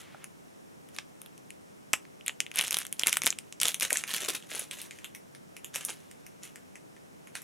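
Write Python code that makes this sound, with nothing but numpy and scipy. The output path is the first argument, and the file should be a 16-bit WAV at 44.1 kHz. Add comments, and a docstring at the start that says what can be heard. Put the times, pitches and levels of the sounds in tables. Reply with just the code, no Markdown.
"""Small furnished room: a lollipop in a clear plastic wrapper is turned close to a stereo microphone, then lowered.
Snaps: shaped noise pushes ring a film panel, its crease and its stiff edge for about a millisecond.
Crackle: clumped random impulses ring panels of four sizes, with the level following each squeeze.
Bumps: damped band-passed noise, for fingers on the sweet. The room's share grows as the wrapper moves away.
Behind: shaped noise for rumble and microphone hiss, a sine hum, and a short mid-range hiss at the start."""
import sys
import numpy as np
from scipy import signal
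from scipy.fft import rfft, irfft, next_fast_len
from scipy.io import wavfile

SR = 44100
rng = np.random.default_rng(int(sys.argv[2]) if len(sys.argv) > 2 else 0)


def file_out(sig):
    """Save sig as 16-bit WAV at sys.argv[1]."""
    # one column per channel
    cols = np.atleast_2d(sig).T
    # limit, then scale
    lim = np.clip(cols, -1, 1)
    pcm = np.round(lim * 32767).astype(np.int16)
    wavfile.write(sys.argv[1], SR, pcm)


N = 327710
TIME = np.arange(N) / SR

# Creases that snap alone or stand out of a squeeze. Each row: start in seconds, level before trim in dB,
# crease ring in dB, edge ring in dB; both rings relative to the panel ring.
SNAP_ROWS = [(.2424, -35, 0, 4), (0.888, -50.5, -9, 4), (.9639, -40, -10, 1), (.986, -28.5, -2.5, -12),
             (1.2167, -37.5, -16, 11), (1.261, -44, -11, 1.5), (1.3783, -47, 4, 6), (1.5047, -38, -4, 0),
             (1.9326, -16, 12.5, 2), (1.936, -17, -33, -6.5), (1.941, -29.5, -1, -7),
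             (2.052, -50, -19, -20), (2.21, -46, -14, -21), (2.2628, -30, -6.5, 8), (2.27, -39, -20, -20),
             (2.2805, -20.5, 3.5, -0.5), (2.2945, -29.5, -27, -25), (2.4033, -18.5, 1.5, -4),
             (2.4648, -36, -13, -13), (2.515, -36, -7, -9), (2.5585, -25, -12, 14), (2.5846, -24, -9.5, -3),
             (2.5889, -17.5, 4, 4), (2.5939, -20.5, -13, -14), (2.611, -20.5, -13, 0), (2.68, -28, 1, 6),
             (2.7084, -21, 5.5, 8.5), (2.728, -24.5, -1.5, 7), (2.7436, -20.5, -1, 2.5),
             (2.7689, -23.5, -13, 3), (2.7867, -22, -8, 25.5), (2.8515, -35.5, -13.5, 0.5),
             (2.8668, -33, 7, 9.5), (2.9264, -24.5, 1, 11.5), (2.9952, -21, 12, 5.5),
             (3.0344, -19.5, -30.5, -9.5), (3.0701, -12.5, 2, 6), (3.0814, -21.5, -18, 7),
             (3.0939, -24.5, 7, 8), (3.1285, -17.5, -2.5, 1), (3.1696, -17, -10, 4), (3.219, -24, 1, -7),
             (3.2354, -26, -8, 4), (3.2608, -17.5, 7, 25), (3.267, -15, -2.5, -3.5), (3.2746, -18.5, 4, 3),
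             (3.3042, -19.5, 17, 0), (3.3264, -32.5, -12, -8), (3.387, -29.5, -1.5, 4),
             (3.525, -36, 5.5, -3), (3.6008, -26, 11.5, 3), (3.6143, -19.5, 4.5, 8.5), (3.632, -16.5, 1, 2),
             (3.6544, -19.5, 2.5, -9), (3.6826, -18, 0, 6), (3.744, -23, 1.5, 3.5), (3.7986, -27, 4, 12),
             (3.809, -24, 4.5, 4), (3.8302, -21.5, 1.5, 4), (3.9056, -23, -7.5, -5),
             (3.9287, -16.5, 11, 15), (3.9572, -29, -6.5, -18), (3.971, -19.5, 13, 5),
             (4.0378, -27.5, -4.5, -7.5), (4.2862, -25.5, 12.5, 15), (4.425, -46, -4.5, -13.5),
             (4.5937, -26.5, 1, 23), (4.7113, -31.5, -3, -4), (4.816, -33.5, -21.5, 7.5),
             (4.9092, -38, -3, -7.5), (4.987, -44.5, -4, -6.5), (5.0442, -34.5, -3.5, -2.5),
             (5.149, -38, -.5, 1.5), (5.3492, -46, -4, 0), (5.5664, -39.5, -2, 0), (5.6452, -33, 3, 5),
             (5.7588, -25, 1.5, 2.5), (5.85, -23, 23.5, 31.5), (6.113, -44, 1.5, 0), (6.2653, -42, 0, 3),
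             (6.4333, -39, 15, 9.5), (6.558, -41, -1.5, -2.5), (6.7557, -42.5, -2, -6),
             (6.965, -53, -9, -11), (7.272, -46.5, -5, -2), (7.3531, -32, -5.5, -2),
             (7.4188, -41.5, -4, 12)]
# Squeezes of the hand. Each row: time of reaching full level in seconds, length in seconds, level in dB.
SQUEEZE_ROWS = [(.002, 0.0029, -48), (0.937, 0.049, -55.5), (2.268, 0.016, -50.5), (2.549, 0.13, -34.5),
                (2.719, 0.09, -35), (2.992, 0.035, -40.5), (3.064, .015, -29), (3.118, 0.02, -33),
                (3.232, .06, -37.5), (3.617, 0.079, -31.5), (3.817, 0.027, -30), (3.904, 0.1, -37),
                (4.076, 0.053, -36), (4.132, 0.031, -30.5), (4.204, 0.048, -35), (4.285, 0.0078, -31),
                (4.336, 0.012, -36.5), (4.499, 0.12, -37.5), (4.714, 0.025, -42.5), (4.76, .1, -49),
                (4.919, .12, -59), (5.744, 0.021, -37), (5.807, 0.04, -44), (5.887, 0.0071, -37.5),
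                (6.422, 0.052, -52), (7.354, 0.0068, -43.5)]
# Tautness of the film, heard as panel pitch. Each row: time in seconds, mean panel pitch in Hz.
PANEL_PITCH = [(.2, 2170), (1.0, 2680), (1.93, 2330), (2.25, 2710), (2.45, 2547), (2.8, 2780), (3.1, 2510),
               (3.7, 2944), (3.92, 2066), (4.25, 2990), (4.8, 2838), (5.1, 2350), (7.4, 2200)]
# Fingers bumping the sweet and its stick. Each row: start in seconds, level before trim in dB, pitch in Hz.
BUMP_ROWS = [(0.146, -46.5, 890), (0.985, -40.5, 1190), (1.933, -35.5, 803), (2.729, -47, 613.7),
             (3.243, -40, 230), (3.266, -35, 804), (3.655, -39, 650), (3.922, -36.5, 564),
             (4.284, -37, 406), (5.756, -44, 720), (5.893, -44.5, 555)]
# Distance from the microphone. Each row: time in seconds, gain of the sound sent to the room in dB.
ROOM_SEND = [(0, -9), (1.9, -13.5), (3.3, -15.5), (3.9, -7), (4.3, -7.5), (5.2, 0.5), (5.8, -4.5),
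             (7.4, -0.5)]
# Tone of the whole film. Each row: frequency in Hz, gain in dB.
FILM_TONE_GAIN = [(60, 6), (300, -0.5), (850, -3.5), (1300, 2.5), (2200, -1), (3600, 1.5), (4700, -2),
                  (6500, -1.5), (8200, -2.5), (10000, 0), (13000, -6), (16000, -5.5)]
# Tone of the scattered and room sound that differs between channels. Each row: frequency in Hz, gain in dB.
SIDE_TONE = [(150, -6), (400, -7), (700, -10.5), (1300, -14.5), (2400, -22.5), (4400, -15.5), (8000, -25),
             (15000, -9.5)]
# Still room, common to both channels. Each row: frequency in Hz, relative density in dB per Hz.
AIR_MID_TONE = [(25, -17.5), (60, -14), (95, -4.5), (115, -2.5), (150, 4.5), (260, 1), (450, -3),
                (1100, -11), (2500, -15), (4800, -21), (5200, -15.5), (11000, -19.5), (16000, -30)]
# Still room, differing between channels. Each row: frequency in Hz, relative density in dB per Hz.
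AIR_SIDE_TONE = [(25, -37.5), (60, -27), (100, -6.5), (170, -0.5), (290, -1), (500, -4), (1100, -12.5),
                 (2400, -21), (4500, -30.5), (10000, -33.5), (16000, -42.5)]

ATTACK_S_PER_20_DB, SAG_DB_PER_S, RELEASE_DB_PER_S = 0.01035, 16, 425.5
SETTLE_DB, SETTLE_DB_PER_S = -21, 43
GRIP_START_S, GRIP_END_S = 4.2, 5.4  # fingertips hold the sweet itself
AIR_MID_DB, AIR_SIDE_DB = -59, -52.5
HUM_HZ, HUM_DB = 92, -79.5
TOP_HZ = 16000


def snaps(squeeze, slip_s=0.00018, flutter_s=0.018, flutter_db=-33, trim_db=-9, variety=0.054):
    """A crease gives way in a brief swell of micro-slips; the sheet then flutters faintly."""
    out = np.zeros(N)
    t = TIME[:1024]
    slips = (t / slip_s) ** 2 * np.exp(-t / slip_s)
    release = slips + undb(flutter_db) * np.exp(-t / flutter_s)
    for start_s, level_db, crease_db, edge_db in list(SNAP_ROWS) + lesser_snaps(squeeze):
        stiffness = 1 + variety * rng.uniform(-1, 1)  # no two creases are folded alike
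        panel_hz = stiffness * np.interp(start_s, *np.transpose(PANEL_PITCH))
        pushes = release * rng.standard_normal((4, len(t)))
        rings = film(pushes, panel_hz, spread=1.27, skirt_db=-14, stiffness=stiffness, ring_spread=1.208)
        snap = mix_rings(rings, crease_db, edge_db)
        add(out, start_s, undb(level_db + trim_db) * unit(snap))
    return out


def lesser_snaps(squeeze, above_db=5, scatter_db=3, crease_db=-3, edge_db=2, tint_db=7):
    """Middling creases give way at random, more of them the harder the film is worked; rows as in SNAP_ROWS."""
    moments = chance_moments(squeeze, np.sqrt(squeeze), count=48)
    tints = rng.uniform(-tint_db, tint_db, (len(moments), 2))
    return [(start_s, effort_db + above_db + scatter_db * luck, crease_db + tint[0], edge_db + tint[1])
            for (start_s, effort_db, luck), tint in zip(moments, tints)]


def crackle(squeeze, per_s=1700, scatter_db=3, weaken_db=22, crease_db=-1, edge_db=-1, trim_db=-1):
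    """Crowds of tiny creases on panels of four sizes come in clumps, each with its own balance of rings."""
    crowd = np.zeros(N)
    for panel_hz in (2110, 2430, 2980, 3730):
        avalanche = clumps(hold_s=.003, spread_db=9)  # one crease sets off its neighbours
        struck = rng.random(N) < per_s / 4 / SR
        scatter = undb(scatter_db * np.clip(rng.standard_normal(N), -2, 2))
        sizes = struck * avalanche * scatter
        pushes = [sizes * rng.choice([-1, 1], N) * undb(-weaken_db * rng.random(N)) for _ in range(4)]
        stiffness = np.sqrt(panel_hz / 2600)  # a smaller panel's upper rings lie higher too
        rings = film(pushes, panel_hz, spread=1.377, skirt_db=-7, stiffness=stiffness, ring_spread=1.17)
        crowd += mix_rings(rings, crease_db, edge_db)
    return undb(trim_db) * unit(crowd) * squeeze


def film(pushes, panel_hz, spread, skirt_db, stiffness, ring_spread):
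    """Three resonances: a whole panel (with a weak low skirt), the crease, its stiff edge."""
    crease_hz, edge_hz = 6600 * stiffness, 10400 * stiffness
    skirt = undb(skirt_db) * band(pushes[3], lo_hz=430, hi_hz=1820, order=1)
    panel = band(pushes[0], panel_hz / spread, panel_hz * spread) + skirt
    crease = band(pushes[1], crease_hz / ring_spread, crease_hz * ring_spread)
    edge = band(pushes[2], edge_hz / ring_spread, edge_hz * ring_spread)
    return panel, crease, edge


def mix_rings(rings, crease_db, edge_db):
    """Sum panel, crease and edge, the last two at levels relative to the panel."""
    panel, crease, edge = rings
    return unit(panel) + undb(crease_db) * unit(crease) + undb(edge_db) * unit(edge)


def effort():
    """Crumpling gain: the strongest squeeze, each building fast, sagging while held, dying, then settling."""
    effort_db = np.full(N, -120.)
    for start_s, length_s, level_db in SQUEEZE_ROWS:
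        since_s = TIME - start_s
        held_s = np.clip(since_s, 0, length_s)
        after_s = np.maximum(since_s - length_s, 0)
        rise_db = 20 * np.minimum(since_s, 0) / ATTACK_S_PER_20_DB  # leads up to start_s
        fall_db = np.maximum(-RELEASE_DB_PER_S * after_s, SETTLE_DB - SETTLE_DB_PER_S * after_s)
        effort_db = np.maximum(effort_db, level_db + rise_db - SAG_DB_PER_S * held_s + fall_db)
    return undb(effort_db)


def bumps(squeeze, decay_s=0.0031, spread=1.49, trim_db=-8):
    """Soft, quickly damped knocks of fingers on the sweet: decaying noise through a resonance."""
    out = np.zeros(N)
    for start_s, level_db, hz in list(BUMP_ROWS) + lesser_bumps(squeeze):
        knock = band(burst(decay_s, size=2048), hz / spread, hz * spread)
        add(out, start_s, undb(level_db + trim_db) * unit(knock))
    return out


def lesser_bumps(squeeze, offset_db=-10, pitch_hz=450, spread=1.1):
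    """Fingertips pat the sweet at random as they shift their grip; rows as in BUMP_ROWS."""
    gripping = (TIME > GRIP_START_S) & (TIME < GRIP_END_S)
    moments = chance_moments(squeeze, np.sqrt(squeeze) * gripping, count=20)
    return [(start_s, effort_db + offset_db, pitch_hz * spread ** luck) for start_s, effort_db, luck in moments]


def chance_moments(squeeze, weight, count):
    """Random moments, crowded where weight is high. Each row: time in seconds, effort in dB, luck -1 to 1."""
    draws = rng.random((count, 2))
    share = np.cumsum(weight) / np.sum(weight)
    targets = (np.arange(count) + draws[:, 0]) / count
    at = np.minimum(np.searchsorted(share, targets), N - 1)
    return np.column_stack([TIME[at], 20 * np.log10(squeeze[at]), 2 * draws[:, 1] - 1])


def sideways(x, smear_s=0.0011):
    """Scattering from the nearby hands makes the two capsules differ."""
    return reflect(x, np.exp(-TIME[:512] / smear_s), hold_s=.02)


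def room(x, t60_s=0.15, gap_s=0.00028):
    """The short tail of a small furnished room, building up just after the direct sound."""
    t = np.arange(SR // 4) / SR
    decay = undb(-60 * t / t60_s)
    buildup = 1 - np.exp(-(t / gap_s) ** 2)
    return reflect(x, decay * buildup, hold_s=.08)


def reflect(x, envelope, hold_s):
    """Dense reflections under an envelope; the wrapper keeps moving, so their pattern is new every hold_s."""
    out, hop = np.zeros(N), int(hold_s * SR)
    for start in range(0, N, hop):
        echoes = envelope * rng.standard_normal(len(envelope))
        echoes /= np.linalg.norm(echoes)
        add(out, start / SR, signal.fftconvolve(x[start:start + hop], echoes))
    return out


def opening_hiss(level_db=-60, end_s=0.24):
    """A faint, wavering band of mid-range noise that stops abruptly."""
    hiss = band(rng.standard_normal(N), lo_hz=1140, hi_hz=3220)
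    waver = clumps(hold_s=.02, spread_db=3)
    return undb(level_db) * unit(hiss * waver) * (TIME < end_s)


def air(points, level_db):
    """Steady room rumble under microphone hiss: shaped noise."""
    return undb(level_db) * unit(colour(rng.standard_normal(N), points))


def hum():
    """A faint low hum in the room: one sine."""
    return undb(HUM_DB) * unit(np.sin(2 * np.pi * HUM_HZ * TIME))


def undb(db):
    """Decibels to gain."""
    return 10 ** (np.asarray(db) / 20)


def curve(rows):
    """Gain over time from rows of seconds and dB."""
    return undb(np.interp(TIME, *np.transpose(rows)))


def unit(x):
    """Scale to rms 1."""
    return x / np.sqrt(np.mean(x ** 2) + 1e-30)


def band(x, lo_hz, hi_hz, order=2):
    """Causal band-pass: a resonance that rings for about one over its width."""
    edges_hz = np.clip([lo_hz, max(hi_hz, lo_hz * 1.1)], 10, [.4 * SR, .48 * SR])
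    return signal.lfilter(*signal.butter(order, edges_hz, "band", fs=SR), x)


def colour(x, points):
    """Shape a spectrum by rows of Hz and dB, interpolated over log frequency."""
    hz, db = np.transpose(points)
    size = next_fast_len(len(x))
    bins_hz = np.maximum(np.fft.rfftfreq(size, 1 / SR), 1)
    gain = undb(np.interp(np.log(bins_hz), np.log(hz), db))
    return irfft(rfft(x, size) * gain, size)[:len(x)]


def add(track, start_s, sound):
    """Mix a short sound into the track."""
    start = int(np.clip(start_s * SR, 0, N - 1))
    track[start:start + len(sound)] += sound[:N - start]


def burst(decay_s, size):
    """Noise that dies away with the given time constant."""
    return rng.standard_normal(size) * np.exp(-np.arange(size) / SR / decay_s)


def clumps(hold_s, spread_db):
    """Gain that glides to a new random level every hold_s."""
    knots_s = np.arange(0, N / SR + hold_s, hold_s)
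    return undb(spread_db * np.interp(TIME, knots_s, rng.uniform(-1, 1, len(knots_s))))


def scene():
    """Wrapper and fingers, their room sound and the still air, as left and right."""
    squeeze = effort()
    wrapper = colour(snaps(squeeze) + crackle(squeeze), FILM_TONE_GAIN)
    direct = wrapper + bumps(squeeze)
    sent = direct * curve(ROOM_SEND)  # the further off, the larger the room's share
    mid = direct + room(sent) + opening_hiss() + air(AIR_MID_TONE, AIR_MID_DB) + hum()
    spread = undb(6) * sideways(direct) + undb(7.5) * room(sent)
    side = colour(spread, SIDE_TONE) + air(AIR_SIDE_TONE, AIR_SIDE_DB)
    return np.array([mid + side, mid - side])


def record(dry, ceiling=.85):
    """The recorder rounds the sharpest peaks, then cuts the top."""
    rounded = ceiling * np.tanh(dry / ceiling)
    low_pass = signal.ellip(10, .2, 90, TOP_HZ, fs=SR, output="sos")
    return signal.sosfilt(low_pass, rounded)


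dry = scene()
out = record(dry)
file_out(out)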